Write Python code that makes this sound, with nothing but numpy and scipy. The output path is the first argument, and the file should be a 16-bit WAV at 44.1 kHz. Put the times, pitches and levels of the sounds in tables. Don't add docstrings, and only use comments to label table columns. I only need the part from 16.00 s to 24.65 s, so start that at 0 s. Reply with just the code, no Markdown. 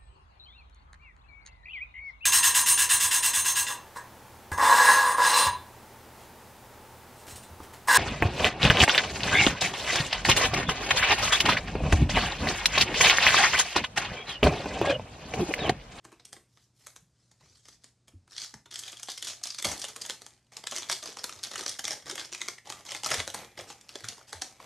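import sys
import numpy as np
from scipy import signal
from scipy.fft import rfft, irfft, next_fast_len
from scipy.io import wavfile
from scipy.ndimage import uniform_filter1d

SR = 44100
rng = np.random.default_rng(int(sys.argv[2]) if len(sys.argv) > 2 else 0)


def bounce(signal):
    frames = np.transpose(np.atleast_2d(signal))
    limited = np.clip(frames, -1, 1)
    pcm = np.round(limited * 32767).astype(np.int16)
    wavfile.write(sys.argv[1], SR, pcm)


N = 381465


def amp(db):
    return 10 ** (np.asarray(db) / 20)


def unit(x):
    return x / np.sqrt(np.mean(x ** 2) + 1e-20)


def along(points, hz):
    point_hz, value = np.transpose(points)
    return np.interp(np.log(hz + 1), np.log(point_hz + 1), value)


def filtered(x, response):
    size = next_fast_len(N + 8192)
    hz = np.fft.rfftfreq(size, 1 / SR)
    return irfft(rfft(x, size) * response(hz), size)[..., :N]


def noise(spectrum):
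    return unit(filtered(rng.standard_normal(N), lambda hz: amp(along(spectrum, hz))))


def wobble(rate):
    knots = rng.standard_normal(N // 16)
    return np.interp(np.arange(N) * rate / SR, np.arange(len(knots)), knots)


def band(hz, lo_hz, hi_hz, order=3):
    b, a = signal.butter(order, [lo_hz, hi_hz], "bandpass", analog=True)
    return signal.freqs(b, a, hz)[1]


def resonance(hz, ring_hz, q):
    ratio = hz / ring_hz
    return 1j * ratio / (q * (1 - ratio ** 2) + 1j * ratio)


def placed(times, sounds):
    first = np.round(np.maximum(times, 0) * SR).astype(int)
    index = first[:, None] + np.arange(sounds.shape[1])
    return np.bincount(index.ravel(), sounds.ravel(), N)[:N]


# (frequency [Hz], relative level [dB per Hz])
HISS_COLOUR = [(20, -30), (42, -19), (62, -4), (100, -5), (200, -9), (400, -19), (900, -25), (2800, -32),
               (5000, -26.5), (9000, -31), (13000, -70)]
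# (frequency [Hz], rms level before its wander [dB])
HUM_TONES = [(119.8, -73.7), (60, -86)]


def background():
    t = np.arange(N) / SR
    tones = sum(amp(db) * np.sqrt(2) * np.sin(2 * np.pi * hz * t) for hz, db in HUM_TONES)
    hum = tones * amp(1.3 * wobble(9))
    return amp(-73.0) * noise(HISS_COLOUR) + hum


ROOM_DB = -6

# (frequency [Hz], time to fall 60 dB [s])
ROOM_T60 = [(150, 0.32), (600, 0.26), (2000, 0.26), (6000, 0.27), (12000, 0.37)]


def room(x, size=8192):
    pieces = np.pad(x, (0, -N % size)).reshape(-1, size)
    hz, t, z = signal.stft(rng.standard_normal((len(pieces), 2 * size)), SR, nperseg=256)
    decay = amp(-60 * t / along(ROOM_T60, hz)[:, None])
    onset = 1 - np.exp(-t / 0.00039)
    tails = signal.istft(z * decay * onset, SR, nperseg=256)[1]
    tails /= np.linalg.norm(tails, axis=1, keepdims=True)
    starts_s = np.arange(len(pieces)) * size / SR
    return placed(starts_s, signal.fftconvolve(pieces, tails, axes=1))


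DESK_DB, DESK_DELAY_S, DESK_SWING = -10, .0007, .25


def desk(x):
    n = np.arange(N)
    delay_s = DESK_DELAY_S * np.exp(DESK_SWING * wobble(5))
    mirrored = np.interp(n - SR * delay_s, n, x)
    reflection = filtered(mirrored, lambda hz: hz / (hz + 900))
    return (x + amp(DESK_DB) * reflection) / np.hypot(1, amp(DESK_DB))


# (time [s], level before a 2 dB cut [dB], pitch [Hz])
KNOCKS = [(0.052, -50.5, 350), (0.125, -47, 350), (0.367, -49, 361), (1.021, -54, 155), (1.42, -61.5, 141),
          (1.487, -62, 90), (2.135, -49.5, 247), (2.137, -42.5, 88.4), (2.535, -46.5, 219),
          (2.544, -47.5, 122), (3.085, -31, 766), (3.654, -37, 220), (3.664, -40.5, 71), (5.07, -43, 573),
          (5.086, -38, 405), (5.142, -50, 470), (5.351, -55, 91), (5.579, -41, 374), (5.608, -37.5, 417),
          (6.099, -40, 318), (6.124, -36, 364), (7.12, -35, 430), (7.152, -35, 495), (7.172, -37, 83.5),
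          (7.59, -33, 566), (7.954, -36, 390), (8.031, -43.5, 110.3), (8.343, -49, 79.5)]


def bumps(rise=1.2, cycles=14.5, rough=0.83):
    s, db, hz = np.transpose(KNOCKS)
    turns = hz[:, None] * np.arange(SR // 4) / SR
    shape = (1 - np.exp(-(turns / rise) ** 2)) * amp(-60 * turns / cycles)
    blur = np.array([np.interp(u, np.arange(256), rng.standard_normal(256)) for u in turns])
    push = np.sin(2 * np.pi * turns + rough * blur)
    return placed(s, amp(db - 2.0)[:, None] * shape / shape.max() * push)


def patchy(x, depth_db=3.2):
    z = signal.stft(x, nperseg=512)[2]
    field = uniform_filter1d(rng.standard_normal(z.shape), size=6, axis=0)
    field = uniform_filter1d(field, size=5, axis=1)
    return unit(signal.istft(z * amp(depth_db * unit(field)), nperseg=512)[1][:N])


# (frequency [Hz], relative level [dB per Hz])
SLIDE_COLOUR = [(300, -13), (1200, -11.5), (2900, -9), (4000, -1.5), (5500, -1.5), (8000, -5.5),
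                (10000, -15), (13000, -27)]
# (start [s], end [s], stroke gain before slips [dB], glossy sheen before halving [dB re stroke])
SLIDE_STROKES = [(0.47, 0.72, -71.5, -4), (0.737, 0.924, -68.5, -1), (1.093, 1.42, -75.5, -18),
                 (1.358, 1.707, -67, -20), (1.633, 1.78, -63.5, -11), (1.803, 1.917, -67, -15.5),
                 (2.277, 2.358, -65, -17), (7.666, 7.743, -47, -14), (8.268, 8.316, -53, -10)]


def sliding():
    t = np.arange(N) / SR
    start, end, db, sheen_db = np.transpose(SLIDE_STROKES)[..., None]
    progress = np.clip((t - start) / (end - start), 0, 1)
    strokes = amp(db) * np.sin(np.pi * progress)
    sheen = unit(filtered(rng.standard_normal(N), lambda hz: band(hz, 6900, 12500)))
    rub = strokes.sum(axis=0) * patchy(noise(SLIDE_COLOUR))
    gloss = (amp(sheen_db) * strokes).sum(axis=0) * sheen / 2
    slips = amp(2.5 * wobble(220) + 1.5 * wobble(25))
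    return (rub + gloss) * slips


# (frequency [Hz], relative level [dB per Hz])
HANDLING_COLOUR = [(25, -26), (60, -35.5), (90, 6.5), (170, -2), (400, -4.5), (800, -24), (2000, -2),
                   (9000, -17)]


def pack_shifting(flex_db):
    return amp(flex_db - 7.0) * noise(HANDLING_COLOUR)


def grip(crinkle_db, yield_db=-71, soft_db=4.5):
    return 1 / (1 + np.exp((yield_db - crinkle_db) / soft_db))


def scuffing(crinkle_db, flex_db):
    # (frequency [Hz], relative level [dB per Hz])
    scuff_colour = [(150, 1.5), (350, 3.0), (1100, -8.5), (2500, -3.0), (6000, -37)]
    sliding_share = 1 - grip(crinkle_db, yield_db=-65.5)
    return sliding_share * amp(flex_db + 6.1 * wobble(70)) * patchy(noise(scuff_colour))


ATTACK_S, RELEASE_DB_PER_S, FLEX_RELEASE_DB_PER_S = .011, 260, 197
SETTLE_DB, SETTLE_FLEX_DB, SETTLE_DB_PER_S = -29, -10, 279.5

# (start [s], length [s], crinkle level [dB], sheet flex level [dB])
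FINGER_SQUEEZES = [(0.032, .34, -70, -70), (0.8, .05, -69, -73), (0.865, .03, -59, -63.5),
                   (1.404, .1, -73, -71), (1.679, .04, -58, -72.5), (2.311, .06, -53, -66.5),
                   (2.375, .06, -41, -60), (2.717, .09, -48, -61), (2.843, .045, -45, -58.5),
                   (2.919, .3, -54, -69.5), (3.08, .05, -45, -78), (3.243, .07, -41, -54),
                   (3.439, .04, -43, -69), (3.501, .13, -51, -68), (3.651, .07, -35, -38),
                   (3.771, .12, -47, -55.5), (4.005, .11, -47.5, -53.5), (4.207, .13, -64, -69.5),
                   (4.37, .13, -71, -78.5), (4.528, .05, -53, -54), (4.719, .07, -41, -52),
                   (4.822, .07, -50, -51.5), (4.892, .035, -35, -53.5), (5.055, .045, -43, -50.5),
                   (5.187, .21, -52, -55.5), (5.431, .03, -44, -51.5), (5.521, .1, -45, -53),
                   (5.663, .045, -39, -52.5), (5.844, .085, -40, -48), (6.06, .06, -46, -49),
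                   (6.181, .06, -45, -51), (6.311, .19, -51, -57.5), (6.653, .14, -53, -51.5),
                   (6.856, .12, -44, -50), (7.041, .145, -41, -50.5), (7.106, .035, -33.5, -42.5),
                   (7.292, .04, -49, -56), (7.349, .06, -48.5, -44), (7.448, .43, -63, -60.5),
                   (7.578, .03, -51, -45), (7.903, .14, -54, -58), (8.05, .08, -50, -55),
                   (8.172, .05, -60, -59.5), (8.428, .035, -52, -61), (8.28, .29, -61, -59.5),
                   (8.325, .03, -50, -63), (8.604, .045, -58, -49.5)]


def work():
    t = np.arange(0, N, 32) / SR
    start, length, crinkle_db, flex_db = np.transpose(FINGER_SQUEEZES)[..., None]
    s, snap_db, snap_flex_db = np.transpose(FOIL_SNAPS)[:3, :, None]
    taking_hold = np.clip(1 + (t - start) / ATTACK_S, 0, 1)
    let_go_s = np.maximum(t - start - length, 0)
    settling = (t > s) * amp(-SETTLE_DB_PER_S * np.abs(t - s))

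    def level(held_db, release_db_per_s, settle_db):
        squeezed = taking_hold * amp(held_db - release_db_per_s * let_go_s)
        parts = np.vstack([squeezed, settling * amp(settle_db)])
        level_db = 10 * np.log10(np.sum(parts ** 2, axis=0) + 1e-10)
        return np.interp(np.arange(N) / SR, t, level_db)

    crinkling = level(crinkle_db, RELEASE_DB_PER_S, snap_db + SETTLE_DB)
    flexing = level(flex_db, FLEX_RELEASE_DB_PER_S, snap_db + snap_flex_db + SETTLE_FLEX_DB)
    return crinkling, flexing


OVERTONE_DB, OVERTONE_Q = 6, 9


def overtones(hz, facets, count=3):
    low_hz, high_hz = 1500, 10000
    position = (np.arange(count)[:, None] + rng.random((facets, count, 1))) / count
    modes_hz = low_hz * (high_hz / low_hz) ** position
    return amp(OVERTONE_DB) * resonance(hz, modes_hz, OVERTONE_Q).sum(axis=1)


SNAP_S = .0054
STUTTER_DB = 2.6
SHEET_DB, SHEET_HZ, SHEET_OCTAVES, SHEET_Q = 9, 340, 1.5, 8


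def buckles(level_db, flex_db, edge_db, ring_hz, t60, rise, linger, ring_db, ring_q, dulling, size=1024):
    t, hz = np.arange(size) / SR, np.fft.rfftfreq(size, 1 / SR)
    settings = level_db, flex_db, edge_db, ring_hz, t60
    level_db, flex_db, edge_db, ring_hz, t60 = (np.reshape(v, (-1, 1)) for v in settings)
    jerks = amp(STUTTER_DB * rng.standard_normal((len(t60), size // 32))).repeat(32, axis=1)

    def burst(life, response):
        shape = (1 - np.exp(-(t / rise) ** 2)) * amp(-60 * t / life)
        y = irfft(rfft(rng.standard_normal(shape.shape) * shape * jerks) * response)
        return y / np.sqrt(np.sum(y ** 2, axis=1, keepdims=True) / (SNAP_S * SR))

    facet = 1 + amp(ring_db) * resonance(hz, ring_hz, ring_q)
    slackness = np.clip(flex_db + 24.0, -12, 10)
    tilt = amp(-dulling * slackness * np.log2(np.clip(hz, 1400, 4500) / 4000))
    crack = burst(t60, band(hz, 1164, 7700) * (facet + overtones(hz, len(ring_hz))) * tilt)
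    edge = burst(t60, band(hz, 6270, 12200))
    sheet_hz = SHEET_HZ * 2 ** (SHEET_OCTAVES * rng.random(t60.shape))
    sheet = amp(SHEET_DB) * resonance(hz, sheet_hz, SHEET_Q)
    flex = burst(linger * t60, band(hz, 330, 1580) * (facet + sheet))
    return amp(level_db) * (crack + amp(edge_db) * edge + amp(flex_db) * flex)


CREASE_DB, CREASE_SCATTER_DB, CREASE_T60_S = -6, 4.3, .016
CREASE_HZ, CREASE_DROP_OCT_PER_DB = 4500, 0.84
CREASE_RING_DB, CREASE_RING_Q = 11, 8
SAME_FOLD_SHARE, SAME_FOLD_SPREAD = .45, .06


def creases(crinkle_db, flex_db, count=1700):
    density = amp(.3 * crinkle_db) * (grip(crinkle_db) + .25)
    rate = density * count * SR / density.sum()
    ticks = np.arange(count) + 2 * rng.random(count)
    at = np.searchsorted(np.cumsum(rate) / SR, ticks).clip(0, N - 1)
    strength, facet, bright, slack = rng.standard_normal((4, count)).clip(-2, 2)
    level_db = crinkle_db[at] - 10 * np.log10(rate[at] * SNAP_S) + CREASE_SCATTER_DB * strength
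    sheet_db = flex_db[at] - crinkle_db[at]

    snap_s, _, _, _, snap_hz, _ = np.transpose(FOIL_SNAPS)
    nearest = np.abs(at[:, None] / SR - snap_s).argmin(axis=1)
    fold_hz = snap_hz[nearest] * np.exp(SAME_FOLD_SPREAD * facet)
    drop_oct = CREASE_DROP_OCT_PER_DB * np.maximum(sheet_db + 12.5, 0)
    free_hz = CREASE_HZ * np.exp(0.22 * facet + 0.32 * wobble(35)[at]) * 2 ** -drop_oct
    ring_hz = np.where(rng.random(count) < SAME_FOLD_SHARE, fold_hz, free_hz)

    t60 = CREASE_T60_S * np.exp(0.72 * slack)
    sounds = buckles(level_db, sheet_db - 4.0 + 2.0 * slack, -7 + 1.8 * bright, ring_hz, t60,
                     rise=0.000082, linger=1.57, ring_db=CREASE_RING_DB, ring_q=CREASE_RING_Q,
                     dulling=0.068, size=512)
    return amp(CREASE_DB) * placed(at / SR, grip(crinkle_db[at])[:, None] * sounds)


CRACK_DB, FLEX_DB, EDGE_DB = -14, 9.5, 13
SNAP_RING_DB, SNAP_RING_Q = 10, 7
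LEAD_DB, LEAD_S, LEAD_LIFE = -14, .0052, 1
FOLLOW_DB, FOLLOW_S, FOLLOW_LIFE = -11, .007, 1

# (time [s], strength [dB], sheet flex [dB re strength], crisp edge [dB re strength],
#  facet ring [Hz], time for the crack to fall 60 dB [s])
FOIL_SNAPS = [(0.044, -46, -13, -11.5, 1005, 0.023), (0.05, -39, -10.5, -11, 895, 0.019),
              (0.118, -48, -5, -10, 1107, 0.022), (0.1257, -48, -9, -13, 960, 0.016),
              (0.197, -41, -18, -42, 3840, 0.03), (0.252, -32, -42.5, -14.5, 8430, 0.014),
              (0.3289, -31, -20, -10.5, 8650, 0.0098), (0.3649, -39, -15, -25, 1036, 0.015),
              (0.5724, -46, -12, -30, 1230, 0.0076), (0.868, -30, -24, -9.5, 8040, 0.012),
              (0.9619, -34.5, -24, -11.5, 6160, 0.0098), (1.3132, -47, -18.5, -13, 4900, 0.025),
              (1.408, -53.5, -7.5, -19, 1060, 0.027), (1.4583, -51, -16, -25, 1167, 0.015),
              (1.5556, -50, -27, -19, 5150, 0.016), (1.6541, -41, -24.5, -21, 5200, 0.018),
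              (1.6847, -38.5, -18, -12, 5660, 0.014), (1.842, -34.5, -23, -18.5, 7100, 0.01),
              (2.0797, -43, -15, -10.5, 3330, 0.04), (2.2769, -50, -10, -13, 1560, 0.013),
              (2.364, -29.5, -31.5, -34, 4200, 0.016), (2.38, -20.5, -43, -40, 4200, 0.017),
              (2.416, -27, -44, -31, 4590, 0.016), (2.4374, -27.5, -44, -28, 5360, 0.014),
              (2.5401, -30, -19, -22, 5900, 0.0081), (2.6579, -40, -15, -17, 3540, 0.018),
              (2.7106, -31, -46, -19, 3600, 0.019), (2.7236, -33.5, -27, -24, 3520, 0.015),
              (2.7402, -27, -36, -13, 5250, 0.018), (2.757, -22, -34, -18, 5200, 0.013),
              (2.7904, -23.5, -49, -11, 7600, 0.022), (2.8255, -37, -21, -10, 3650, 0.0099),
              (2.835, -28, -33, -18, 3700, 0.013), (2.8783, -26, -29, -16, 3620, 0.033),
              (2.918, -32.5, -28, -11, 6330, 0.033), (2.9286, -30, -17.5, -20, 3560, 0.023),
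              (2.9697, -33.5, -41, -17, 3360, 0.016), (2.9957, -33, -23, -13, 5980, 0.025),
              (3.03, -25, -28.5, -10, 6000, 0.024), (3.0845, -28.5, -27, -18, 3520, 0.013),
              (3.0884, -25, -31, -23, 3570, 0.013), (3.099, -23, -41, -15, 4400, 0.047),
              (3.117, -26, -48, -13, 3630, 0.017), (3.176, -23.5, -34, -16, 5130, 0.02),
              (3.2241, -20, -31.5, -14, 3470, 0.02), (3.2457, -27, -45, -8.5, 3500, 0.032),
              (3.27, -22, -30, -15, 3370, 0.066), (3.2794, -23, -31, -13, 6200, 0.078),
              (3.4127, -41, -14.5, -30, 2140, 0.053), (3.435, -19.5, -37, -12, 5040, 0.023),
              (3.4548, -28.5, -17.5, -10, 3560, 0.011), (3.4699, -23.5, -37, -15, 5270, 0.018),
              (3.5027, -21, -51, -29, 5200, 0.033), (3.545, -26.5, -33, -15.5, 4370, 0.017),
              (3.5845, -20, -30.5, -19, 6000, 0.035), (3.5978, -28, -27, -14, 3400, 0.013),
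              (3.6243, -21, -27.5, -10.5, 7150, 0.011), (3.645, -12.5, -28, -13, 3250, 0.053),
              (3.6511, -14, -14.5, -15, 4400, 0.02), (3.6685, -22.5, -18, -11, 4660, 0.014),
              (3.715, -22.5, -19, -10, 6100, 0.027), (3.778, -30.5, -33, -11, 4500, 0.0065),
              (3.796, -29.5, -35, -8, 4520, 0.021), (3.8153, -20, -46, -17, 5750, 0.067),
              (3.8411, -22, -17, -13.5, 3060, 0.013), (3.8491, -23.5, -46, -14, 3150, 0.011),
              (3.8835, -28.5, -19, -10, 4480, 0.04), (3.9608, -26, -14.5, -11, 1070, 0.034),
              (4.0163, -22.5, -47, -13, 4530, 0.03), (4.0505, -29, -22.5, -19, 3320, 0.012),
              (4.0608, -29, -29, -8.5, 5870, 0.014), (4.0969, -17, -24.5, -16, 4380, 0.008),
              (4.1057, -23.5, -37, -18, 3400, 0.011), (4.2185, -34, -16, -12, 4300, 0.0062),
              (4.264, -33, -20, -11.5, 4580, 0.0078), (4.52, -42.5, -14, -20, 685, 0.012),
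              (4.568, -24, -33, -18.5, 6660, 0.0073), (4.639, -30, -15, -19, 4450, 0.0068),
              (4.6697, -17.5, -29.5, -17, 2940, 0.013), (4.7111, -23.5, -42, -14, 6450, 0.017),
              (4.7203, -22, -13.5, -20, 1210, 0.041), (4.756, -25.5, -23, -14, 6330, 0.0084),
              (4.7626, -19, -33, -17, 6340, 0.012), (4.774, -21.5, -30, -23, 4740, 0.0067),
              (4.782, -22.5, -25.5, -13.5, 6500, 0.022), (4.822, -28.5, -22, -20, 3100, 0.008),
              (4.8304, -25.5, -32, -30, 3000, 0.013), (4.8977, -13, -23, -20, 4500, 0.0057),
              (4.9133, -17, -21, -11.5, 3540, 0.042), (4.9251, -16.5, -29, -16, 4700, 0.02),
              (5.026, -26, -18.5, -15, 4680, 0.043), (5.0377, -28, -20, -20, 6160, 0.0064),
              (5.0569, -26, -16, -14, 4630, 0.045), (5.0742, -26, -28, -30, 4600, 0.011),
              (5.1697, -27, -13, -18, 6170, 0.01), (5.187, -29, -29, -20, 5380, 0.0068),
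              (5.192, -27.5, -24, -22, 5300, 0.015), (5.24, -18, -20, -11, 4240, 0.019),
              (5.2936, -25.5, -21, -16, 1320, 0.012), (5.3247, -29, -24, -32, 6200, 0.0072),
              (5.3934, -38, -24, -24, 4740, 0.012), (5.4297, -32, -44, -17, 5430, 0.013),
              (5.4357, -17.5, -48, -15, 4100, 0.022), (5.4482, -26, -34, -15, 3680, 0.0059),
              (5.5129, -25, -17, -18, 3830, 0.019), (5.5389, -27, -17, -21, 4350, 0.0075),
              (5.5559, -19, -26.5, -16.5, 1440, 0.016), (5.5783, -22.5, -33, -18, 4860, 0.031),
              (5.5925, -23.5, -17, -15, 4360, 0.027), (5.6083, -23, -30, -19, 5350, 0.013),
              (5.628, -28.5, -18, -20, 1250, 0.019), (5.6349, -28.5, -20, -19, 5990, 0.011),
              (5.6625, -17.5, -19, -20, 5370, 0.0097), (5.6797, -18, -38, -20, 5500, 0.0042),
              (5.6924, -19, -47, -16, 5370, 0.022), (5.7911, -19.5, -21.5, -14, 5800, 0.03),
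              (5.8413, -20, -26.5, -20, 6030, 0.022), (5.852, -16.5, -50, -22, 5600, 0.0068),
              (5.8794, -17.5, -25, -14, 5420, 0.0064), (5.907, -18, -20, -21, 5430, 0.016),
              (5.9165, -19.5, -26, -23, 5900, 0.037), (5.9294, -24, -17, -17, 5800, 0.014),
              (6.023, -40, -20, -30, 2000, 0.024), (6.0693, -33.5, -8.5, -28, 1620, 0.0093),
              (6.097, -20.5, -25, -18, 5440, 0.023), (6.1107, -22.5, -20, -15, 5900, 0.028),
              (6.1546, -24.5, -19, -12, 7700, 0.02), (6.1778, -21.5, -22.5, -24, 3320, 0.032),
              (6.195, -21.5, -32, -19, 3600, 0.015), (6.2045, -26.5, -36, -22, 3400, 0.01),
              (6.2125, -26, -29, -31, 2250, 0.015), (6.2483, -30.5, -27, -28, 5340, 0.0079),
              (6.3261, -26.5, -21, -16, 5800, 0.007), (6.3325, -24, -39, -24, 5660, 0.012),
              (6.347, -21, -31, -21, 2190, 0.013), (6.406, -30.5, -20, -30, 2150, 0.0097),
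              (6.4157, -14.5, -28.5, -24, 2080, 0.0078), (6.484, -15.5, -21.5, -19.5, 2040, 0.009),
              (6.5822, -32, -25, -37, 2000, 0.012), (6.671, -35, -12, -20, 3280, 0.011),
              (6.699, -22.5, -16, -15, 5340, 0.013), (6.7223, -24, -23, -19, 1240, 0.013),
              (6.8515, -36.5, -17, -12, 6700, 0.0077), (6.891, -27.5, -24, -27, 3070, 0.008),
              (6.907, -25, -24, -19, 5190, 0.022), (6.9175, -21, -23, -17, 3070, 0.028),
              (6.9476, -20.5, -20.5, -19, 2020, 0.016), (6.963, -28, -24, -14, 4800, 0.016),
              (7.0335, -21.5, -15.5, -14, 2860, 0.015), (7.0446, -16, -31, -24, 5130, 0.021),
              (7.0611, -16.5, -16.5, -14.5, 1210, 0.016), (7.0704, -21, -27, -10, 5160, 0.0051),
              (7.088, -27.5, -31, -14, 3400, 0.011), (7.0915, -23, -22, -24, 2150, 0.019),
              (7.104, -21, -16, -10.5, 3000, 0.02), (7.112, -17.5, -19, -17, 1280, 0.018),
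              (7.1163, -12, -14.5, -24, 2170, 0.013), (7.1392, -19, -13.5, -17, 1690, 0.014),
              (7.1424, -17, -30, -14, 2130, 0.014), (7.1819, -23.5, -18, -17, 2160, 0.024),
              (7.194, -20, -19, -34, 2330, 0.023), (7.201, -14, -21, -33, 2030, 0.011),
              (7.2766, -19.5, -16, -17.5, 7400, 0.007), (7.3005, -26, -26, -14, 3500, 0.011),
              (7.3434, -21, -14, -10, 770, 0.026), (7.4468, -35.5, -20, -15, 2370, 0.0071),
              (7.5756, -30, -19, -26, 2200, 0.013), (7.5896, -28, -22, -27, 3070, 0.023),
              (7.5965, -28, -15, -37, 2190, 0.012), (7.608, -33, -14, -13, 624, 0.013),
              (7.7009, -30, -11, -18, 3760, 0.024), (7.8107, -38, -35, -14, 5600, 0.015),
              (7.891, -29.5, -28, -18, 5300, 0.013), (7.9544, -23.5, -17, -23, 4430, 0.017),
              (8.0061, -35.5, -16, -13, 4600, 0.013), (8.042, -24, -21, -22, 1560, 0.015),
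              (8.0498, -31, -21, -12, 1480, 0.022), (8.0859, -19, -35.5, -16, 2690, 0.012),
              (8.1799, -41, -7.5, -18, 5360, 0.011), (8.2119, -44, -6, -25, 1460, 0.0095),
              (8.329, -22, -15, -15.5, 794, 0.015), (8.4137, -33, -21, -22.5, 806, 0.019),
              (8.4192, -16.5, -21.5, -18, 6180, 0.011), (8.6, -41, -2, -28, 623, 0.021)]


def snaps():
    s, strength_db, flex_db, edge_db, ring_hz, t60 = np.transpose(FOIL_SNAPS)
    level_db, flex_db, edge_db = strength_db + CRACK_DB, flex_db + FLEX_DB, edge_db + EDGE_DB
    main = buckles(level_db, flex_db, edge_db, ring_hz, t60, rise=0.0007, linger=1.76,
                   ring_db=SNAP_RING_DB, ring_q=SNAP_RING_Q, dulling=0.37)
    total = placed(s, main)
    neighbours = (LEAD_DB, -LEAD_S, LEAD_LIFE), (FOLLOW_DB, FOLLOW_S, FOLLOW_LIFE)
    for neighbour_db, reach_s, life in neighbours:
        when, strength, facet = rng.uniform(-1, 1, (len(s), 3)).T
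        flips = buckles(level_db + neighbour_db + 3 * strength, flex_db, edge_db,
                        ring_hz * np.exp(0.36 * facet), life * t60,
                        rise=0.00031, linger=1.4, ring_db=4.5, ring_q=SNAP_RING_Q, dulling=0.43)
        total = total + placed(s + reach_s * (2 + when) / 3, flips)
    return total


SIDE_ROOM_DB, SIDE_DIRECT_DB = -7.5, -10.5

# (frequency [Hz], gain [dB])
FOIL_COLOUR = [(200, 15), (420, 1.5), (800, 4), (1000, 2.5), (1220, 2), (1500, -3), (2100, 0.5), (2720, -3),
               (3300, 3.5), (3950, 1), (4400, 2), (6300, 3), (7200, -1), (8600, -1.5), (12500, -11)]


def scene():
    def colour(hz):
        return amp(along(FOIL_COLOUR, hz))

    def treble(hz):
        return np.clip((hz - 4000) / 200, 0, 1)

    crinkle_db, flex_db = work()
    rubbing = sliding() + scuffing(crinkle_db, flex_db) + pack_shifting(flex_db)
    rustle = filtered(creases(crinkle_db, flex_db), colour) + rubbing
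    cracks = filtered(snaps(), colour)
    foil, knocks = cracks + rustle, bumps()
    mid = desk(foil) + knocks + amp(ROOM_DB) * room(foil + knocks) + background()
    side_room = amp(SIDE_ROOM_DB) * room(rustle + cracks / 2)
    side_direct = amp(SIDE_DIRECT_DB) * rustle * wobble(2000)
    side = filtered(side_room + side_direct, treble)
    return np.array([mid + side, mid - side])


TOP_HZ = 13150


def record(dry):
    def camera(hz):
        return band(hz, 36, 40000, order=2) / np.sqrt(1 + (hz / TOP_HZ) ** 120)

    return filtered(dry, camera)


dry = scene()
out = record(dry)
bounce(out)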